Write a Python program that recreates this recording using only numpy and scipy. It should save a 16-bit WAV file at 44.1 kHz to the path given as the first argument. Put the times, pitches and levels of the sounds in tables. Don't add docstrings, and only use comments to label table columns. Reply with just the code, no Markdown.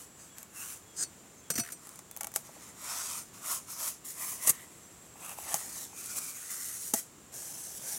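import sys
import numpy as np
from scipy import signal
from scipy.fft import rfft, irfft, next_fast_len
from scipy.io import wavfile
from scipy.ndimage import uniform_filter1d, map_coordinates

SR = 44100
rng = np.random.default_rng(int(sys.argv[2]) if len(sys.argv) > 2 else 0)


def dump(signal):
    limited = np.clip(np.atleast_2d(signal).T, -1, 1)
    pcm = np.round(limited * 32767).astype(np.int16)
    wavfile.write(sys.argv[1], SR, pcm)


N = 351904

# (frequency [Hz], level [dB], t60 [s])
WOOD_MODES = [(472, -15, 0.038), (597, -2, 0.097), (668, 0.5, 0.12), (821, 9, 0.04), (1140, -1.5, 0.051),
              (1380, -3, 0.054), (1920, -14, 0.072), (2260, -1, 0.058), (2850, -12, 0.03)]


def peeling():
    # (start [s], rise [s], hold [s], fibre level [dB], shell level [dB])
    tugs = [(-.05, 0.04, 0.018, -46.5, -57), (0.336, .05, 0.017, -55.5, -60.5),
            (0.516, 0.095, 0.12, -43, -53), (2.749, 0.18, 0.26, -38.5, -45.5),
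            (3.327, 0.018, 0.042, -52.5, -60), (3.405, .11, 0.027, -32.5, -41.5),
            (3.66, 0.056, 0.023, -41.5, -55), (3.738, 0.096, 0.054, -35, -46.5),
            (4.04, 0.017, 0.058, -41, -59.5), (4.122, 0.12, 0.096, -38, -49.5),
            (4.368, .11, 0.014, -35, -45.5), (4.526, .02, 0.076, -54, -53), (5.14, 0.16, 0.031, -44.5, -49),
            (5.358, 0.031, .06, -44.5, -53.5), (5.441, 0.085, 0.034, -36.5, -43),
            (5.57, .03, 0.097, -43.5, -54), (5.685, 0.067, 0.089, -41, -55.5),
            (5.885, 0.14, 0.036, -41.5, -55), (6.042, .09, 0.17, -41, -53.5),
            (6.295, 0.069, .12, -44, -55.5), (6.486, 0.019, 0.26, -40.5, -54),
            (6.747, .08, 0.071, -39.5, -61), (6.933, 0.022, .035, -40, -58), (7.313, 0.042, 0.42, -43, -58),
            (7.76, 0.13, .15, -38.5, -53.5)]
    # (start [s], rise [s], hold [s], level [dB])
    rips = [(2.341, 0.023, 0.0044, -36.5), (4.455, 0.029, 0.019, -24.5), (4.472, 0.0012, 0.0034, -21),
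            (4.491, .004, 0.0047, -18.5), (6.151, .018, 0.019, -34), (6.504, 0.0044, 0.016, -41),
            (6.936, .001, 0.0052, -24), (6.947, 0.004, 0.046, -37.5)]
    # (start [s], length [s], level [dB])
    rustles = [(0.136, 0.58, -63.5), (1.75, 0.23, -61), (2.425, .33, -58), (4.595, 0.46, -64)]
    lead_s = 0.0078
    hand_damping_db_per_s = 12.5
    tear = np.sqrt(sum((amp(db) * effort(*timing)) ** 2 for *timing, db, _ in tugs))
    hollow = np.sqrt(sum((amp(db) * effort(s - lead_s, rise, hold, hand_damping_db_per_s)) ** 2
                         for s, rise, hold, _, db in tugs))
    rip = np.sqrt(sum((amp(db) * effort(*timing, release_db_per_s=1300)) ** 2 for *timing, db in rips))
    rustle = sum(amp(db) * effort(s, 0.028, length) for s, length, db in rustles)
    rustle *= amp(3 * wobble(25.13))
    tear = np.hypot(tear, rustle)
    hollow = np.hypot(hollow, amp(-6.5) * rustle)
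    fibres = lambda hz, s: hiss_gain(hz, s, tear + rip)
    jerks = amp(wobble(35) + 0.5 * wobble(170))
    hiss = through_bark(fractures(rate=3500, spread_db=4, fizz=0.67), fibres)
    shell = through_bark(fractures(rate=1500, spread_db=0, fizz=0.63), shell_gain)
    burst = through_bark(fractures(rate=3700, spread_db=0.5, fizz=0.6), fibres)
    flex = coloured(rng.standard_normal(N), [(30, -17), (150, -3), (600, -2), (1500, -15), (5000, -50)])
    tugging = jerks * (tear * hiss + (hollow + amp(-21.5) * rip) * shell)
    return tugging, rip * (burst + amp(-24.5) * flex)


def effort(start, rise, hold, sag_db_per_s=0, release_db_per_s=253):
    t = clock()[::16] - start
    build_db = 24.5 * np.clip(1 - t / rise, 0, None) ** 2
    sag_db = sag_db_per_s * np.clip(t - rise, 0, None)
    release_db = release_db_per_s * np.clip(t - rise - hold, 0, None)
    return np.repeat(amp(-np.minimum(build_db + sag_db + release_db, 200)), 16)[:N]


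def fractures(rate, spread_db, fizz):
    sizes = rng.choice([-1, 1], N) * amp(spread_db * np.clip(rng.standard_normal(N), -2, 2))
    breaks = unit(sizes * (rng.random(N) < rate / SR))
    return unit(breaks + fizz * rng.standard_normal(N))


def through_bark(x, gain):
    hz, s, spectrum = signal.stft(x, SR, nperseg=512)
    ripple = uniform_filter1d(rng.standard_normal(spectrum.shape), size=3, axis=0)
    ripple = uniform_filter1d(ripple, size=18, axis=1)
    response = gain(hz[:, None] + 1, s) * amp(2.5 * unit(ripple))
    power = np.mean(abs(spectrum) ** 2, 1, keepdims=True)
    response /= np.sqrt(np.sum(power * response ** 2, 0))
    return unit(signal.istft(spectrum * response, SR, nperseg=512)[1][:N])


def hiss_gain(hz, s, tear):
    # (frequency [Hz], level [dB])
    fibre_spectrum = [(200, -42), (1500, -18.5), (3000, -16), (4200, -12.5), (5000, -9), (6200, -0.5),
                      (8000, 1), (11000, -1), (13500, -4.5), (15700, -9.5)]
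    usual_tug_db, tilt_per_db = -43.5, 0.22
    *_, tilt, centre = grip_at(s)
    hard_db = np.clip(20 * np.log10(np.interp(s, clock(), tear)) - usual_tug_db, -7, 7)
    f, db = np.transpose(fibre_spectrum)
    colour = np.interp(np.log(hz / centre), np.log(f / f[db.argmax()]), db)
    return amp(colour + (tilt + tilt_per_db * hard_db) * np.log2(np.maximum(hz, 5000) / centre))


def shell_gain(hz, s):
    lower, width, upper, upper_db, _, _ = grip_at(s)
    pair = np.hypot(hump(hz, lower - width / 3, 0.75 * width) ** 2,
                    hump(hz, lower + width / 3, 0.97 * width) ** 2)
    wood = amp(-5.5) * hump(hz, 658, 160) ** 2 + amp(-9.5) * hump(hz, 2400, 2600) ** 2
    higher = amp(upper_db) * hump(hz, upper, 380) ** 2
    return np.sqrt(pair ** 2 + higher ** 2 + wood ** 2)


def grip_at(s):
    # (start [s], lower resonance [Hz], its width [Hz], upper resonance [Hz], its level [dB],
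    # hiss tilt [dB/octave], hiss centre [Hz])
    grips = [(0, 1360, 505, 2720, -1, 0, 7900), (1.7, 1140, 330, 1920, -2, -4, 8200),
             (2.85, 1155, 355, 2300, -10, -5, 7450), (3.12, 1126, 328, 2300, -12.5, -1, 7550),
             (4.0, 1094, 191, 1940, 1, 0.5, 8100), (5.0, 940, 607, 2640, 2, 1.5, 8200),
             (5.45, 880, 614, 1850, 1.5, -2.5, 7800), (5.9, 1250, 316, 2400, 0.5, -1, 7600),
             (6.35, 1320, 348, 1980, 4, -2.5, 8130), (7.2, 650, 280, 1620, -2.5, -1.5, 7800)]
    glide_s = 0.06
    starts, *settings = np.transpose(grips)
    held = np.array(settings)[:, np.searchsorted(starts[1:], s)]
    return uniform_filter1d(held, size=int(glide_s / (s[1] - s[0])) + 1, axis=1)


def snaps():
    # (time [s], relative level [dB], relative share of knock [dB])
    breaks = [(.383, -21, -24), (.429, -26, -18), (1.870, -29, -15), (1.891, -24, -22), (1.957, -31.5, -17),
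              (1.9902, -27.5, -11), (2.112, -22, -26), (2.1642, -21, -20), (2.1722, -17, -26),
              (2.208, -17.5, -4.5), (2.2318, -20, -12), (2.244, -20.5, -7.5), (2.2692, -20.5, -10),
              (2.3171, -29, -22), (2.3391, -22, -19), (2.36, -5, -16.5), (5.293, -24, -17),
              (5.385, -28, -12), (5.5421, 2, -33.5), (6.937, -12, -16)]
    # (frequency [Hz], level [dB])
    crack_spectrum = [(150, -33), (600, -2), (2000, -9.5), (4200, -13.5), (6500, -1), (11000, -1),
                      (16000, -7.5)]
    out, t = np.zeros(N), clock(7600)
    for s, db, knock_db in breaks:
        t60 = 0.031 * 2 ** (knock_db / 9.5)
        fall = decay(t, t60) + amp(-29.5) * decay(t, 0.046) + amp(-28) * decay(t, 0.28)
        tilt = 2 * np.log2(0.0097 / t60)
        spectrum = [(hz, level + tilt * np.log2(max(hz, 5000) / 5000)) for hz, level in crack_spectrum]
        crack = coloured(rng.standard_normal(len(t)), spectrum) * fall
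        knock = ring(WOOD_MODES, t, strongest_hz=1390, octaves=0.77) * attack(t, 0.0002)
        add(out, s + 0.0008, amp(db - 9.5) * (crack + amp(knock_db - 1.5) * knock))
    return out


def machete():
    # (time [s], level [dB])
    slide = [(.94, -65), (.96, -54), (.968, -43), (1.0, -35.5), (1.017, -33.5), (1.023, -32), (1.036, -31),
             (1.041, -43), (1.055, -49)]
    # (frequency [Hz], level [dB])
    edge_spectrum = [(40, -35), (200, -12), (900, -23), (1600, -9.5), (2400, -25), (3800, -21), (4800, -8),
                     (5130, -7), (5500, -15), (6300, -2.5), (7000, -1), (9300, -3), (11000, -14),
                     (15500, -21)]
    # (frequency [Hz], level [dB], t60 [s])
    blade_modes = [(690, -3, .2), (2589, -19, .16), (3850, -20, .06), (4463, -9, .11), (5130, -10, .06),
                   (5916, -3, .16), (6315, -7, .05), (7079, -4, .12), (8274, -2, .17), (9216, -5, .07),
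                   (9572, -7, .13), (11050, -3, .1), (11800, -7, .07), (12540, -9, .07), (13780, -4, .07)]
    # (time [s], ring [dB], strongest [Hz], grit [dB], grit rise [s])
    clanks = [(1.034, -35.5, 4230, -53, .001), (1.036, -38, 8500, -43, .001),
              (1.5023, -25, 8600, -24.5, 0.00038), (1.537, -56, 7000, -36, 0.0017),
              (1.555, -28, 6440, -27.5, 0.0043), (1.578, -41, 6500, -22, 0.0022),
              (1.594, -29, 2930, -37, .001), (1.598, -28.5, 6700, -30, .0005), (1.7, -52, 7000, -37, .004),
              (1.721, -33.5, 9500, -37, 0.0018)]
    # (frequency [Hz], level [dB])
    grit_spectrum = [(30, -29), (150, 7), (500, -2), (900, -9.5), (1400, -2), (2200, -2), (3500, -10),
                     (6500, 1.5), (10000, -2.5), (15500, -5)]
    t = clock(16384)
    scuff = amp(-55) * effort(start=0.18, rise=0.017, hold=0.045)
    rasp = coloured(fractures(rate=2700, spread_db=2.5, fizz=0.49), edge_spectrum)
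    scrape = (curve(slide) + scuff) * rasp
    squeal = noise_band(centre=5070, width=160)
    scrape += squeal * curve([(0.965, -58), (1.0, -46), (1.025, -56)])
    held_ring = ring(blade_modes, t, strongest_hz=7050, octaves=2.2) * decay(t, 0.034)
    ringing = unit(signal.fftconvolve(scrape, held_ring)[:N]) * np.std(scrape)
    out = amp(-1.5) * scrape + amp(-1) * ringing
    for s, ring_db, hz, grit_db, rise in clanks:
        grit = coloured(rng.standard_normal(len(t)), grit_spectrum) * attack(t, rise) * decay(t, 0.06)
        octaves = 0.3 if s < slide[-1][0] else 1.2
        add(out, s, amp(grit_db) * grit + amp(ring_db) * ring(blade_modes, t, hz, octaves))
    handle = lambda hz: hump(hz, 1680, 950) ** 2 + 0.35 * hump(hz, 8700, 6000)
    for s in 1.634 + 0.013 * np.arange(5):
        tap = unit(filtered(rng.standard_normal(len(t)), handle))
        add(out, s, amp(-41.5) * tap * t / 0.0032 * np.exp(1 - t / 0.0027))
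    return out


def bumps():
    # (time [s], relative level [dB], strongest [Hz], grip t60 [s])
    contacts = [(2.492, -43, 710, 0.059), (2.562, -43.5, 646, 0.17), (5.157, -44.5, 800, .06),
                (5.387, -33, 940, .036), (5.5425, -25.5, 836, 0.095), (5.931, -42.5, 900, .05),
                (6.939, -27, 663, 0.32)]
    out, t = np.zeros(N), clock(8192)
    for s, db, hz, t60 in contacts:
        envelope = attack(t, 0.00035) * decay(t, t60)
        add(out, s, amp(db + 1.5) * envelope * ring(WOOD_MODES, t, strongest_hz=hz, octaves=0.37))
    return out


def thuds():
    # (time [s], relative level [dB], final pitch [Hz])
    blows = [(1.503, -35.5, 418), (1.51, -42, 140), (1.587, -27, 226), (1.607, -35.5, 125),
             (4.501, -38, 110), (5.541, -39.5, 150), (6.937, -27, 213), (6.938, -36, 396)]
    out, t = np.zeros(N), clock(8192)
    for s, db, hz in blows:
        turns = np.cumsum(hz * (1 + 0.5 * np.exp(-t / 0.0033))) / SR
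        add(out, s, amp(db + 5) * attack(t, 0.0014) * decay(t, 0.037) * np.sin(2 * np.pi * turns))
    return signal.sosfilt(signal.butter(2, 90, "highpass", fs=SR, output="sos"), out)


def side_scatter(x):
    t = clock(1024)
    spectrum = [(100, 2), (600, 20), (1200, 29), (2200, -9), (6000, -45), (15000, -1)]
    echoes = coloured(rng.standard_normal(len(t)), spectrum) * decay(t, 0.022)
    return signal.fftconvolve(x, echoes / np.linalg.norm(echoes))[:N]


def forest():
    # (frequency [Hz], level [dB])
    air_spectrum = [(12, -55), (20, -33), (70, -4.5), (177, -2.5), (293, -4), (485, -8), (607, -10.5),
                    (678, -11), (1190, -12), (1530, -15), (1910, -16), (4940, -21), (7520, -14),
                    (8650, -21.5), (16000, -25.5)]
    # (centre [Hz], width [Hz], level [dB], start [s], end [s])
    insects = [(7240, 170, -65.5, 0, 4.4), (7700, 140, -61, 0, 0.46), (7600, 170, -60.5, 4.5, 5.3),
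               (7340, 250, -66, 6.5, 8.7), (7730, 2500, -64.5, 0.5, 9.9)]
    # (time [s], starting pitch [Hz], level [dB])
    chirps = [(.27, 3420, -67), (.85, 3400, -64), (1.41, 3400, -65), (2.09, 3500, -65), (1.365, 6480, -57),
              (4.815, 6140, -59)]
    chirp_cycles, pitch_fall, pitch_blur = 380, 0.04, 0.017
    t = clock()
    out = amp(-56) * coloured(rng.standard_normal(N), air_spectrum) * amp(0.83 * wobble(2.83))
    for centre, width, db, start, end in insects:
        gate = uniform_filter1d(1.0 * ((t >= start) & (t < end)), size=4000)
        out += amp(db) * noise_band(centre, width) * gate
    for s, hz, db in chirps:
        progress = np.clip((t - s) * hz / chirp_cycles, 0, 1)
        pitch = hz * (1 - pitch_fall * progress) * (1 + pitch_blur * wobble(500))
        out += amp(db) * np.sin(np.pi * progress) * np.sin(2 * np.pi * np.cumsum(pitch) / SR)
    return out


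def ring(modes, t, strongest_hz, octaves):
    hz, db, t60 = np.transpose(modes)[:, :, None]
    chance_db = 2 * rng.standard_normal(db.shape)
    size = amp(db + chance_db) / (1 + (np.log2(hz / strongest_hz) / octaves) ** 2)
    phase = 2 * np.pi * rng.random(db.shape)
    return np.sum(size * decay(t, t60) * np.sin(2 * np.pi * hz * t + phase), 0) / np.linalg.norm(size)


def amp(db):
    return 10 ** (np.asarray(db) / 20)


def unit(x):
    return x / np.sqrt(np.mean(x ** 2) + 1e-20)


def clock(size=N):
    return np.arange(size) / SR


def attack(t, rise):
    return 1 - np.exp(-t / rise)


def decay(t, t60):
    return amp(-60 * t / t60)


def curve(points):
    db = np.interp(clock(), *np.transpose(points), left=-140, right=-140)
    return uniform_filter1d(amp(db), size=40)


def wobble(rate):
    return map_coordinates(rng.standard_normal(4096), [clock() * rate], mode="wrap")


def filtered(x, response):
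    size = next_fast_len(x.shape[-1] + 8192)
    return irfft(rfft(x, size) * response(np.fft.rfftfreq(size, 1 / SR)), size)[..., :x.shape[-1]]


def coloured(x, points):
    f, db = np.transpose(points)
    return unit(filtered(x, lambda hz: amp(np.interp(np.log(hz + 1), np.log(f), db))))


def hump(hz, centre, width):
    return hz * width / np.hypot(centre ** 2 - hz ** 2, hz * width)


def noise_band(centre, width):
    return unit(filtered(rng.standard_normal(N), lambda hz: hump(hz, centre, width) ** 2))


def add(track, s, sound):
    span = track[max(round(s * SR), 0):][:len(sound)]
    span += sound[:len(span)]


def scene():
    tugs, rips = peeling()
    soft = tugs + bumps() + thuds()
    sharp = rips + snaps() + machete()
    side_air = coloured(rng.standard_normal(N), [(25, -18), (90, -7), (160, 1.5), (500, -2.5),
                                                 (1200, -10.5), (3000, -42.5), (7500, -14.5), (15000, -50)])
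    side = amp(-75) * side_air + amp(-40) * side_scatter(soft + sharp)
    close = soft * amp([[0.05], [-0.05]]) + sharp * amp([[0.35], [-0.35]])
    return close + forest() + np.array([side, -side])


def record(dry):
    return filtered(dry, lambda hz: hz < 15900)


dry = scene()
out = record(dry)
dump(out)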